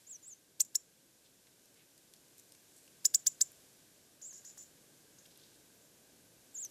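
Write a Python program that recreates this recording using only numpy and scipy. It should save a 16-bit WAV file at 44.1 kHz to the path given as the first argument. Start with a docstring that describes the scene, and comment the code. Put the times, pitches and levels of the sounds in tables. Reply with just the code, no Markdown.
"""A winter field, where great and blue tits feed on spruce branches. One gives sharp rising 'tsit' notes close
by; thin arched whistles come from farther off, and more tsits sound from behind cover, their treble dulled. The
two sides of the syrinx sing slightly apart and beat. Beaks and claws tick, wings rustle, and the air hisses
faintly over a far rumble. A stump reflects the sound; stems scatter it, and a farther trunk returns a later
cluster of echoes."""
import sys
import numpy as np
from scipy import signal
from scipy.fft import rfft, irfft
from scipy.io import wavfile
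from scipy.ndimage import uniform_filter1d

SR = 44100
rng = np.random.default_rng(int(sys.argv[2]) if len(sys.argv) > 2 else 0)


def wrap_up_sound(samples):
    """Save the sound to the file named by the first command line argument, as 16-bit audio."""
    columns = np.atleast_2d(samples).T
    # keep every value between -1 and 1, then stretch to whole-number steps
    tamed = np.clip(columns, -1, 1)
    steps = np.round(tamed * 32767).astype(np.int16)
    wavfile.write(sys.argv[1], SR, steps)


N = 295470
TIME = np.arange(N) / SR
TREBLE_LIMIT_HZ = 13900  # of the hiss, ticks and rustles


def from_db(db):
    """Amplitude ratio of a level in decibels."""
    return 10 ** (np.asarray(db) / 20)


def rms_one(x):
    """Normalisation to rms 1."""
    return x / np.sqrt(np.mean(x ** 2) + 1e-20)


def past(x):
    """Ramp function: how far x is above zero."""
    return np.maximum(x, 0)


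def s_curve(x):
    """Logistic step from 0 to 1 around x = 0."""
    return (1 + np.tanh(x / 2)) / 2


def blend(ends, share):
    """Linear interpolation from the first value at share 0 to the second at share 1."""
    return ends[0] + (ends[1] - ends[0]) * share


def follow(rows, t):
    """Linear interpolation of each column of a curve at the times t."""
    times, *columns = np.transpose(rows)
    return [np.interp(t, times, column) for column in columns]


def add(track, s, sound):
    """Superposition of a sound on the track from time s."""
    start = max(round(s * SR), 0)
    track[start:start + len(sound)] += sound[:max(N - start, 0)]


def delayed(x, ms):
    """Propagation delay along a longer path."""
    return np.interp(TIME - ms / 1000, TIME, x, left=0)


def resonance(x, hz, width_hz):
    """Two-pole resonator with unit gain at its peak."""
    r = np.exp(-np.pi * width_hz / SR)
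    feedback = [1, -2 * r * np.cos(2 * np.pi * hz / SR), r * r]
    return signal.lfilter(np.array([1, 0, -1]) * (1 - r * r) / 2, feedback, x)


def low_pass(x, hz):
    """Steep elliptic low-pass."""
    return signal.sosfilt(signal.ellip(10, .1, 80, hz, fs=SR, output="sos"), x)


def soften(x, hz):
    """Gentle second-order low-pass."""
    return signal.sosfilt(signal.butter(2, min(hz, .45 * SR), fs=SR, output="sos"), x)


def coloured_noise(spectrum):
    """Spectral shaping of white noise, rms 1."""
    hz, db = np.transpose(spectrum)
    bins_hz = np.maximum(np.arange(N // 2 + 1) * SR / N, 1)
    gain = from_db(np.interp(np.log(bins_hz), np.log(hz), db))
    return rms_one(irfft(rfft(rng.standard_normal(N)) * gain, N))


def waver(like, size):
    """Random modulation of rms 1, correlated over about `size` samples."""
    return rms_one(uniform_filter1d(uniform_filter1d(rng.standard_normal(len(like)), size), size))


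def air(whir_db=-11, whir_hz=1570, width_hz=260):
    """Broadband noise: a far rumble, with a faint narrowband whir that follows it, under a hiss."""
    # slow drift of the background: (time [s], relative rumble level [dB], relative hiss level [dB])
    levels = [(0.0, -75.5, -66.5), (0.5, -75, -70), (3.55, -70.5, -64.5), (4.25, -71.5, -67.5),
              (4.42, -71, -65.5), (4.81, -70, -66), (6.32, -70, -66.5), (6.7, -70.5, -64.5)]
    # spectrum of the rumble: (frequency [Hz], relative spectral density [dB])
    rumble_spectrum = [(12, -50), (20, -17), (91, -6.5), (134, 0.5), (219, -2.5), (310, 0), (403, -2.5),
                       (456, -3), (572, -4), (783, -11), (917, -17), (1300, -18.5), (1690, -54),
                       (2860, -120)]
    # spectrum of the hiss: (frequency [Hz], relative spectral density [dB])
    hiss_spectrum = [(530, -32), (900, -7), (1340, -11), (1570, -10.5), (1860, -7), (2360, -6), (2580, -6),
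                     (3790, -4.5), (4500, -4.5), (7240, -1.5), (8580, -4), (12500, -5.5), (13500, -7.5)]
    rumble_db, hiss_db = follow(levels, TIME)
    whir = rms_one(resonance(resonance(rng.standard_normal(N), whir_hz, width_hz), whir_hz, width_hz))
    rumble = coloured_noise(rumble_spectrum) + from_db(whir_db) * whir
    hiss = low_pass(coloured_noise(hiss_spectrum), TREBLE_LIMIT_HZ)
    return from_db(rumble_db + 1) * rumble + from_db(hiss_db + 1.5) * hiss


def brush(x, t60_s, build_s):
    """Scattering: stems and trunks return many small echoes that build up and decay exponentially."""
    t = TIME[:SR // 2]
    echoes = rng.standard_normal(len(t)) * (rng.random(len(t)) < .1)
    echoes *= from_db(-60 * t / t60_s) * (1 - np.exp(-t / build_s))
    return signal.fftconvolve(x, echoes / np.sqrt(np.sum(echoes ** 2)))[:N]


def twig(force, hz, relative_width, ring_db, ring_width_hz):
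    """Forced vibration of a twig or husk: a broad, heavily damped resonance and a brief woody ring."""
    knock = resonance(resonance(force, hz, relative_width * hz), hz, relative_width * hz)
    return knock + from_db(ring_db) * resonance(force, hz, ring_width_hz)


def rustles(snaps_per_s=1800, clump_db=2.5):
    """Friction: feathers brush the needles in a short swell of tiny snaps that ring in the twig."""
    # wing strokes on the needles: (peak time [s], half length [s], level [dB], centre frequency [Hz])
    strokes = [(1.258, 0.014, -66.5, 3600), (1.792, 0.048, -70, 2480), (2.393, 0.018, -63, 7000),
               (2.794, 0.08, -67.5, 8100), (5.26, .007, -62.5, 3240), (5.422, 0.15, -67, 3900)]
    out = np.zeros(N)
    for s, half_s, db, hz in strokes:
        t = np.arange(-2 * half_s, 2 * half_s, 1 / SR)
        snaps = rng.standard_normal(len(t)) * (rng.random(len(t)) < snaps_per_s / SR)
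        snaps *= from_db(clump_db * waver(t, size=500))
        rustle = rms_one(twig(snaps, hz, relative_width=1.0, ring_db=-1, ring_width_hz=500))
        add(out, s + t[0], from_db(db) * np.exp(-(t / half_s) ** 2) * rustle)
    return out


def patter(span_s=(1.2, 3.0), per_s=5, range_db=(-56.5, -50.5), centre_hz=8000):
    """Random faint impacts as a bird hops and pecks: (time [s], relative peak [dB], frequency [Hz])."""
    count = round(per_s * (span_s[1] - span_s[0]))
    return [(blend(span_s, when), blend(range_db, size), centre_hz * 2 ** (colour - .5))
            for when, size, colour in rng.random((count, 3))]


def ticks(decay_cycles=11):
    """Impact excitation: beak or claw cracks against seed and twig; low-pitched contacts last longer."""
    # the clearest contacts: (time [s], relative peak level [dB], centre frequency [Hz])
    contacts = [(0.6493, -39.5, 7440), (1.469, -55, 1850), (1.9779, -49, 4900), (2.137, -42.5, 4550),
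                (2.3817, -44, 8470), (2.3964, -42, 7410), (2.5212, -43, 5560), (2.5493, -47.5, 2980),
                (2.8774, -50, 2970), (3.5184, -39.5, 11300), (5.2614, -46, 5410), (5.375, -43, 11300),
                (6.649, -32, 6450)]
    out, t = np.zeros(N), TIME[:SR // 40]
    for s, db, hz in list(contacts) + patter():
        force = rng.standard_normal(len(t)) * np.exp(-t * hz / decay_cycles)
        crack = twig(force, hz, relative_width=3.2, ring_db=4, ring_width_hz=450)
        add(out, s, from_db(db - 1) * crack / np.abs(crack).max())
    return out


def syrinx(hz, gap_hz, second_db, octave_db, subharmonic_db, jitter):
    """Two near-sine voices beat; their squared sum gives the octave, uneven cycles give subharmonics."""
    pitches = [f * (1 + jitter * waver(hz, size=60)) for f in (hz, hz + gap_hz)]
    phase = 2 * np.pi * (np.cumsum(pitches, axis=1) / SR + rng.random((2, 1)))
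    tone = np.exp(1j * phase[0]) + from_db(second_db) * np.exp(1j * phase[1])
    uneven = 1 + 2 * from_db(subharmonic_db) * np.cos(phase[0] / 2)
    return np.sqrt(2) * (uneven * tone + from_db(octave_db) * tone ** 2).imag


def whistles(attack_s=0.0044, release_s=0.012, fade_db_per_s=25, flutter_db=2.05):
    """Frequency-modulated notes swell to a crest and fade; returns direct sound and sound to scatter."""
    # far whistles: (crest time [s], level [dB], length before the crest [s], length after it [s],
    # pitch factor [ratio], tilt [octaves/s], swell [dB/s], relative echo level [dB])
    notes = [(.108, -50.5, 0.043, 0.062, 1, -0.57, 260, -23),
             (.283, -52.5, .06, 0.061, 1.018, .3, 110, -13), (4.278, -51.5, 0.06, 0.048, 1.0, .1, 30, -8),
             (6.612, -43, .069, 0.059, 0.985, -0.11, 115, -27)]
    # pitch contour of dip, shoulder, crest and fall:
    # (time from the crest [s], frequency before pitch factor and tilt [Hz], gap between voices [Hz])
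    arch = [(-.07, 7950, 100), (-.05, 6980, 220), (-.036, 6500, 330), (-.022, 7300, 320),
            (-.011, 7350, 320), (0, 7880, 290), (.015, 7000, 410), (.036, 6330, 420), (.064, 5700, 430)]
    direct, scattered = np.zeros((2, N))
    for crest_s, db, before_s, after_s, pitch, tilt, swell_db_per_s, echo_db in notes:
        t = np.arange(-before_s, after_s, 1 / SR)
        arch_hz, gap_hz = follow(arch, t)
        hz = arch_hz * pitch * 2 ** (tilt * t)
        voice = syrinx(hz, gap_hz, second_db=-7.5, octave_db=-28, subharmonic_db=-34, jitter=0.0077)
        gate = np.clip((t + before_s) / attack_s, 0, 1) * np.clip((after_s - t) / release_s, 0, 1)
        envelope_db = db - swell_db_per_s * past(-t) - fade_db_per_s * past(t)
        note = from_db(envelope_db + flutter_db * waver(t, size=300)) * gate * voice
        add(direct, crest_s - before_s, note)
        add(scattered, crest_s - before_s, from_db(echo_db) * note)
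    return direct, scattered


def rasp(ms, length_ms, climb, full_at_ms=-3, swell_db_per_ms=3.5, cut_db_per_ms=5):
    """Flow noise of air rushing through the syrinx, strongest at the foot of the sweep."""
    gate_db = -swell_db_per_ms * past(full_at_ms - ms) - cut_db_per_ms * past(ms - length_ms)
    rush = resonance(rng.standard_normal(len(ms)), hz=8800, width_hz=6500)
    return from_db(blend((-15.5, -25), climb) + gate_db) * rms_one(soften(rush, hz=14500))


def tsit_envelope_db(ms, length_ms, full_at_ms=0.71, sag_at_ms=3.95):
    """Amplitude envelope that swells, holds, sags and is cut off, with slopes in dB per ms."""
    return -6.5 * past(full_at_ms - ms) - 1.0 * past(ms - sag_at_ms) - 8 * past(ms - length_ms)


def tsit(ms, length_ms, pitch, gap_hz, ledge, ledge_hz, harsh_db, uneven_db,
         span_hz=(3122, 7210), sweep_ms=1.39, ledge_ms=1.34, ledge_db=1.5,
         clear_at_ms=-1.7, clear_ms=0.71, join_at_ms=-1.3):
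    """A frequency sweep of over an octave in a few ms; returns the voice and its climb from 0 to 1."""
    climb = s_curve(ms / sweep_ms)
    sweep_hz = pitch * blend(span_hz, climb)
    # the sweep may linger on a throat resonance, making a ledge in the pitch
    passing_ms = np.interp(ledge_hz, sweep_hz, ms)
    caught = ledge * np.exp(-((ms - passing_ms) / ledge_ms) ** 4)
    hz = blend((sweep_hz, ledge_hz), caught)
    # the second voice joins in mid-sweep and gains on the first; slopes in dB per ms
    second_db = -9 + 0.47 * ms - 6.5 * past(join_at_ms - ms)
    # the tone clears as it climbs
    clear = s_curve((ms - clear_at_ms) / clear_ms)
    octave_db = blend((7, -22.5), climb) + harsh_db
    subharmonic_db = blend((0, -40), clear) + uneven_db
    voice = syrinx(hz, gap_hz, second_db, octave_db, subharmonic_db, jitter=0.01)
    return from_db(tsit_envelope_db(ms, length_ms) + ledge_db * caught) * voice, climb


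def tsits(rasp_db=3.0, echo_db=-25, diffraction_hz=1900, low_loss_share=0.37):
    """Cover shadows the treble while lows diffract round it; returns direct sound and sound to scatter."""
    # sharp notes: (mid-sweep time [s], level [dB], length from mid-sweep to the cut [ms],
    # pitch factor [ratio], gap between voices [Hz], lingering [0-1], throat resonance [Hz],
    # harshness [dB], subharmonic boost [dB], treble loss on the direct path [dB])
    notes = [(0.6053, -22, 12, 1.016, 777, 0.5, 5850, 1.5, -12, 0.5),
             (0.7549, -25.5, 7.6, 1.013, 624, 0.95, 5520, 0, 1, -0.5),
             (3.0539, -21.5, 10.6, 0.99, 665, 0.8, 5150, 1, 1, -1),
             (3.1466, -19, 12, 1.007, 650, 0.4, 4700, -0.5, -2, 1.5),
             (3.269, -18, 11.4, 0.995, 680, 0, 5300, -0.5, 4.5, 3.5),
             (3.4133, -19, 11.7, 1.01, 690, 0, 6000, -3.5, 1.5, 1.8),
             (4.216, -21, 15, 0.95, 600, 0, 6000, 1, 3, 36),
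             (4.3295, -17, 13, .98, 660, 0, 6000, 2.5, 3, 40),
             (4.45, -17.5, 12, .98, 647, 0, 6000, 3, 2, 35),
             (4.5783, -18, 12, 1, 646, 0.24, 6000, 6.5, 5, 36),
             (5.1857, -32.5, 9.8, 0.94, 600, 0.5, 6300, 0, -5, 27.5),
             (5.8187, -38, 19, 1.04, 300, 0, 6000, -5, -5, 32)]
    direct, scattered = np.zeros((2, N))
    for s, db, length_ms, pitch, gap_hz, ledge, ledge_hz, harsh_db, uneven_db, loss_db in notes:
        ms = np.arange(-10, length_ms + 5, 1000 / SR)  # zero at mid-sweep
        voice, climb = tsit(ms, length_ms, pitch, gap_hz, ledge, ledge_hz, harsh_db, uneven_db)
        note = voice + from_db(rasp_db + harsh_db) * rasp(ms, length_ms, climb)
        treble_gain, low_gain = from_db(-loss_db), from_db(-low_loss_share * loss_db)
        diffracted = (low_gain - treble_gain) * soften(soften(note, diffraction_hz), diffraction_hz)
        start_s = s - np.sum(ms < 0) / SR
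        add(direct, start_s, from_db(db) * (treble_gain * note + diffracted))
        add(scattered, start_s, from_db(db + echo_db) * voice)  # the cover spares the echo
    return direct, scattered


def scene():
    """Superposition of the birds, their echoes from stump, perch, field and a farther trunk, and air."""
    calls, scattered = np.add(tsits(), whistles())
    direct = calls + low_pass(ticks() + rustles(), TREBLE_LIMIT_HZ)
    stump = from_db(-18) * delayed(direct, ms=8.5)  # one early reflection from beside the perch
    perch = from_db(-21) * brush(direct, t60_s=.05, build_s=.003)
    held_treble = resonance(scattered, hz=7060, width_hz=1800)  # thin stems return mostly this part
    field = from_db(-2.5) * brush(held_treble, t60_s=0.27, build_s=0.0041)
    trunk = from_db(-11.5) * delayed(brush(scattered, t60_s=0.077, build_s=.003), ms=38)
    return (direct + stump + perch + field + trunk + air())[None]


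def record(dry):
    """Band limiting: the highest treble is cut."""
    return low_pass(dry, hz=15800)


dry = scene()
out = record(dry)
wrap_up_sound(out)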